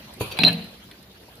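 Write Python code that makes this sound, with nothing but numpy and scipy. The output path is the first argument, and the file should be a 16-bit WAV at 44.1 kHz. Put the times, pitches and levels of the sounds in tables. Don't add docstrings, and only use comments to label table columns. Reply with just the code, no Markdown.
import sys
import numpy as np
from scipy import signal
from scipy.fft import rfft, irfft
from scipy.io import wavfile
from scipy.ndimage import uniform_filter1d

SR = 44100
rng = np.random.default_rng(int(sys.argv[2]) if len(sys.argv) > 2 else 0)


def digitize_waveform(pressure):
    field = np.atleast_2d(pressure).T
    bounded = np.clip(field, -1, 1)
    quanta = np.round(bounded * 32767).astype(np.int16)
    wavfile.write(sys.argv[1], SR, quanta)


N = 61739


def amp(db):
    return 10 ** (np.asarray(db) / 20)


def unit_rms(x):
    return x / np.sqrt(np.mean(x ** 2) + 1e-20)


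def at_hz(points, hz):
    point_hz, value = np.transpose(points)
    return np.interp(np.log(hz + 1), np.log(point_hz + 1), value)


def envelope(curve):
    time_s, level_db = np.transpose(curve)
    return amp(np.interp(np.arange(N) / SR, time_s, level_db, -120, -120))


def add(mix, start_s, sound):
    part = mix[..., round(start_s * SR):][..., :sound.shape[-1]]
    part += sound[..., :part.shape[-1]]


def panned(pan_db):
    return amp([[pan_db / 2], [-pan_db / 2]])


def noise(colour, patchy_db, flicker_db):
    # hz, left_right_correlation
    likeness = [(60, 0.91), (180, 1), (540, 0.76), (1640, 0.051), (4930, -0.23), (14800, 0.03)]
    # hz, left_minus_right_db
    balance = [(60, 1), (240, -0.5), (940, 0.0), (3740, 0.0), (14800, -4.0)]
    frames, hz = N // 128 + 5, np.fft.rfftfreq(512, 1 / SR)
    a, b, c, d, patches = rng.standard_normal((frames, 257, 5)).T
    patches = uniform_filter1d(patches, size=6, axis=0)
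    patches = unit_rms(uniform_filter1d(patches, size=12, axis=1))
    flicker = unit_rms(uniform_filter1d(rng.standard_normal(frames), size=4))
    same = np.clip(at_hz(likeness, hz), -1, 1)[:, None]
    left = a + 1j * b
    right = same * left + np.sqrt(1 - same ** 2) * (c + 1j * d)
    spectra = np.array([left, right / amp(at_hz(balance, hz))[:, None]])
    spectra *= amp(at_hz(colour, hz)[:, None] + patchy_db * patches + flicker_db * flicker)
    return unit_rms(signal.istft(spectra, nperseg=512, noverlap=384)[1][:, :N])


def ring(modes, rise_s, tilt_db=0, length=1, scatter=0, wander=0):
    hz, db, t60_s = np.transpose(modes)[:, :, None]
    t = np.arange(int(1.2 * length * t60_s.max() * SR)) / SR
    octaves = np.log2(hz / np.median(hz))
    gain = amp(db + tilt_db * octaves - 60 * t / (t60_s * length))
    shift, detune = rng.standard_normal((2, len(modes), 1))
    side = np.array([1, -1])[:, None, None]
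    phase = 2 * np.pi * hz * (1 + wander * detune) * t + scatter * shift * side
    tones = (gain * np.sin(phase)).sum(1) / np.linalg.norm(gain[:, 0])
    return tones * np.sin(np.pi / 2 * np.minimum(t / rise_s, 1)) ** 2


def puff(bed, start_s, level_db, t60_s):
    rise_s = .0012
    first = round(start_s * SR)
    t = np.arange(min(2000, N - first)) / SR
    return amp(level_db - 60 * t / t60_s) * np.minimum(t / rise_s, 1) * bed[:, first:][:, :len(t)]


def steel_clacks():
    # start_s, level_db, brightness_db_per_octave, t60_ratio
    clacks = [(0.212, -42, 0.5, 6.7), (0.314, -30.5, 20, 2.5), (.3200, -40, 19, 1.2), (.4349, -2.5, 2, .3),
              (.4375, -3.5, 1, .5), (0.4415, -14.5, 12, 0.59), (.4800, -18.5, -34, 0.63),
              (0.488, -14, -17, 0.8), (0.496, -26.5, -41, 1.17)]
    # hz, relative_db, t60_s before the ratio
    steel = [(1708, 2.5, 0.033), (2213, -1, 0.12), (2490, -29, .05), (2646, 21, 0.029), (2900, 8, 0.033),
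             (3105, 10, 0.054), (3315, 5.5, 0.034), (3656, 1.5, 0.12), (4030, -9, .06), (4500, 2.5, 0.061),
             (5805, -16.5, 0.12)]
    out = np.zeros((2, N))
    for start_s, level_db, tilt_db, length in clacks:
        add(out, start_s, amp(level_db) * ring(steel, .0003, tilt_db, length, scatter=0.32, wander=0.012))
    return out


def bracket():
    # start_s, level_db, ring_length_s, left_minus_right_db
    contacts = [(0.403, -19, 0.013, 14), (0.418, -21.5, .016, -10), (.4365, -13, .0065, 0),
                (.4484, -6.5, .0112, -1), (0.463, -6.5, 0.0047, 3), (0.4643, -7, .012, -3.5),
                (0.4764, -15, 0.011, 9), (0.4854, -20.5, 0.014, 9.5), (0.499, -26.5, 0.0087, 4),
                (.5190, -50, 0.0058, 0), (0.5268, -28.5, 0.0085, 5), (0.559, -40.5, 0.0085, 11)]
    mode_hz = [3885, 3967, 4027, 4060, 4118, 4153, 4187]
    mode_db = [-6, -9, -3, -16, 3, -12, -5]
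    in_step_s = .4506
    rise_s, stop_s, t60_s, scatter_rad = .0018, .003, 0.2, .65
    now = np.arange(N) / SR
    shift = scatter_rad * rng.standard_normal(len(mode_hz)) * np.array([[1], [-1]])
    tones = np.zeros((2, N))
    for k, (hz, db) in enumerate(zip(mode_hz, mode_db)):
        tones += amp(db) * np.cos(2 * np.pi * hz * (now - in_step_s) + shift[:, [k]])
    swing = np.zeros((2, N))
    t = now[:2000]
    for start_s, level_db, length_s, pan_db in contacts:
        rise = np.minimum(t / rise_s, 1)
        stop = np.clip(1 - (t - length_s) / stop_s, 0, 1)
        add(swing, start_s, amp(level_db - 60 * t / t60_s) * panned(pan_db) * (rise * stop) ** 2)
    return swing * tones / np.linalg.norm(amp(mode_db))


def tray_stop():
    # start_s, level_db, brightness_db_per_octave
    hits = [(.3884, -11.5, 2), (.3932, -28, 1), (.4045, -30, -2), (.4160, -30, -10.5)]
    # hz, relative_db, t60_s
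    tray = [(760, -3.5, 0.089), (883, -4.5, .06), (1576, -9, 0.068), (2250, -7.5, 0.066), (2480, 1.5, .04),
            (3430, -2, 0.0398), (3960, -4.5, 0.074), (4670, -5.5, .04), (8960, -35, 0.032),
            (10900, -20, .03)]
    out = np.zeros((2, N))
    for start_s, level_db, tilt_db in hits:
        add(out, start_s, amp(level_db) * ring(tray, .0006, tilt_db, scatter=.4))
    return out


def frame_boom():
    # start_s, level_db, brightness_db_per_octave
    blows = [(0.3924, -23.5, 0.5), (.4050, -30.5, -6.5), (.4190, -26.5, 2), (.4340, -20.5, -3),
             (.4410, -24, 8), (.4580, -27, 4.5), (.4750, -31.5, 3.5), (.4980, -25.5, 1), (0.516, -28, -7),
             (.5720, -44.5, -2)]
    # hz, relative_db, t60_s
    frame = [(128.7, -13.5, .5), (168.2, 2.5, 0.38), (188.5, -0.5, .4), (221, -4.5, 0.62), (258.6, -4, .4),
             (470.3, -14.5, 0.56), (658, -13, 0.37), (722.7, -16, 0.3), (1012, -21.5, 0.11)]
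    out = np.zeros((2, N))
    for start_s, level_db, tilt_db in blows:
        add(out, start_s, amp(level_db) * ring(frame, 0.0017, tilt_db, scatter=.05, wander=0.0095))
    return out


def cylinder_thump():
    # hz, relative_db, t60_s
    cylinder = [(99.3, -13, 0.45), (118, 3, 0.13), (197, -12, 0.27), (319.6, -6.5, 0.16), (424, 4.5, 0.063),
                (474, 0.5, 0.08), (600, -4, 0.045), (764, -18, 0.4), (982, -4, 0.11), (1410, -9.5, 0.023),
                (2520, -14, 0.44)]
    start_s, level_db = .2092, -15.5
    out = np.zeros((2, N))
    add(out, start_s, amp(level_db) * ring(cylinder, 0.00065, scatter=.1))
    return out


def air_hiss():
    # time_s, level_db
    air_level = [(0.195, -63), (0.201, -41.5), (0.215, -29.5), (0.255, -41.5), (0.303, -45.5),
                 (0.319, -36.5), (0.347, -52), (0.378, -62)]
    # hz, relative_db_per_hz
    air_colour = [(1760, -21), (3000, -4.5), (4550, -4.5), (5470, -34), (6480, -12.5), (7630, -26.5),
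                  (10400, -8), (15300, -21.5)]
    return envelope(air_level) * noise(air_colour, patchy_db=2.7, flicker_db=1.3)


def tray_slide():
    # time_s, level_db
    slide_level = [(0.198, -49.5), (0.214, -32), (0.284, -42), (0.32, -39.5), (0.366, -37), (0.378, -37.5)]
    # hz, relative_db_per_hz
    slide_colour = [(35, -33.5), (60, -0.5), (389, -16.5), (454, 2), (667, -11.5), (763, -11), (891, -10.5),
                    (1000, -4.5), (2080, -21.5), (2430, -4), (6000, -33.5), (7800, -54.5), (13200, -120)]
    return envelope(slide_level) * noise(slide_colour, patchy_db=2.2, flicker_db=0.89)


def panel_shudder():
    # time_s, level_db
    shudder_level = [(.370, -35.5), (.387, -39), (.392, -26.5), (.43, -32), (.44, -24), (.50, -28),
                     (.53, -35), (.6, -39.5), (.8, -60.5)]
    # hz, relative_db_per_hz
    shudder_colour = [(60, -23), (200, 0), (480, -3), (680, -2), (1300, -12.5), (1720, -7), (2900, 1.5),
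                      (3600, -11), (4100, 7.5), (4600, -17.5), (5300, -32), (7500, -31), (11500, -21.5),
                      (15300, -33)]
    return envelope(shudder_level) * noise(shudder_colour, patchy_db=3, flicker_db=2.2)


def small_ticks():
    # start_s, level_db, left_minus_right_db
    ticks = [(0.138, -50.5, -28), (0.315, -58, 6), (0.388, -26, 1), (0.4336, -28, 2), (0.448, -28.5, -4),
             (0.4818, -25, 1), (0.5291, -29.5, 0), (0.6427, -45, 13), (0.8402, -48, -2),
             (0.9126, -43, -1.5), (1.0273, -46, -7), (1.1306, -55, -8.5), (1.3542, -45, -4.0)]
    # hz, relative_db_per_hz
    tick_colour = [(2350, -44), (4000, 9), (5760, -18.5), (7460, -4.5), (7930, -7), (11400, 2),
                   (15300, -21.5)]
    out = np.zeros((2, N))
    bed = noise(tick_colour, 0, 0)
    for start_s, level_db, pan_db in ticks:
        add(out, start_s, panned(pan_db) * puff(bed, start_s, level_db, t60_s=0.025))
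    return out


def late_snap():
    # hz, relative_db_per_hz
    snap_colour = [(530, -42), (900, -38), (1740, 5), (2390, -5), (4330, -0.5), (5240, -28), (6000, -50),
                   (7800, -80), (13200, -120)]
    start_s, level_db, t60_s = .9120, -38, 0.041
    out = np.zeros((2, N))
    mono_bed = noise(snap_colour, 0, 0)[[0, 0]]
    add(out, start_s, puff(mono_bed, start_s, level_db, t60_s))
    return out


def room(x):
    # hz, t60_s
    decay = [(150, 0.31), (600, 0.98), (2500, 0.17), (4100, 0.85), (9000, 0.18)]
    same = 0.5
    taps = np.zeros((2, SR))
    slots = np.arange(300, SR - 20, 20)
    at = slots + rng.integers(0, 20, (2, len(slots)))
    np.put_along_axis(taps, at, rng.choice([-1., 1.], at.shape), 1)
    taps[1] = same * taps[0] + np.sqrt(1 - same ** 2) * taps[1]
    hz, t, spectra = signal.stft(taps, SR, nperseg=256)
    fading = spectra * amp(-60 * t / at_hz(decay, hz)[:, None])
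    tail = signal.istft(fading, SR, nperseg=256)[1]
    return signal.fftconvolve(x.mean(0)[None], tail / np.linalg.norm(tail[0]), axes=1)[:, :N]


def workshop():
    # time_s, level_db
    shop_level = [(0, -44.5), (.2, -45.5), (.7, -46.5), (1.0, -49.5), (1.4, -49)]
    # hz, relative_db_per_hz
    shop_colour = [(15, -55), (25, -21), (54, -6.5), (192, -2), (220, -11), (304, -5), (338, -5.5),
                   (506, -9.5), (548, -6), (777, -12), (1230, -15.5), (4450, -16), (8030, -33.5),
                   (11100, -25.5), (15300, -29.5)]
    return envelope(shop_level) * noise(shop_colour, patchy_db=3.2, flicker_db=0.64)


def hum():
    # hz, width_hz, settled_rms_db
    rumble = [(59, 12, -59), (99, 17, -64.5), (199, 38, -62.5)]
    early_db, settle_s = 7.5, 0.32
    bin_hz, t = np.fft.rfftfreq(N, 1 / SR), np.arange(N) / SR
    out = np.zeros(N)
    for hz, width_hz, rms_db in rumble:
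        spectrum = rfft(rng.standard_normal(N)) * np.exp(-((bin_hz - hz) / width_hz) ** 2)
        out += amp(rms_db) * unit_rms(irfft(spectrum, N))
    return out * amp(early_db * np.exp(-(t / settle_s) ** 2))


def scene():
    jangle = bracket()
    bright = steel_clacks() + tray_stop() + small_ticks() + late_snap() + air_hiss() + tray_slide()
    low = cylinder_thump() + frame_boom()
    bright_send_db, bracket_extra_db, low_send_db = -14.5, -15, -21
    send = amp(bright_send_db) * (bright + amp(bracket_extra_db) * jangle) + amp(low_send_db) * low
    return jangle + bright + low + panel_shudder() + room(send) + workshop() + hum()


def record(dry):
    low_cut_hz, edge_hz = 58, 15450
    low_cut = signal.butter(3, low_cut_hz, "high", fs=SR, output="sos")
    thinned = signal.sosfilt(low_cut, dry)
    band_limit = signal.firwin(511, edge_hz, window=("kaiser", 9), fs=SR)
    return signal.oaconvolve(thinned, band_limit[None], "same")


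dry = scene()
out = record(dry)
digitize_waveform(out)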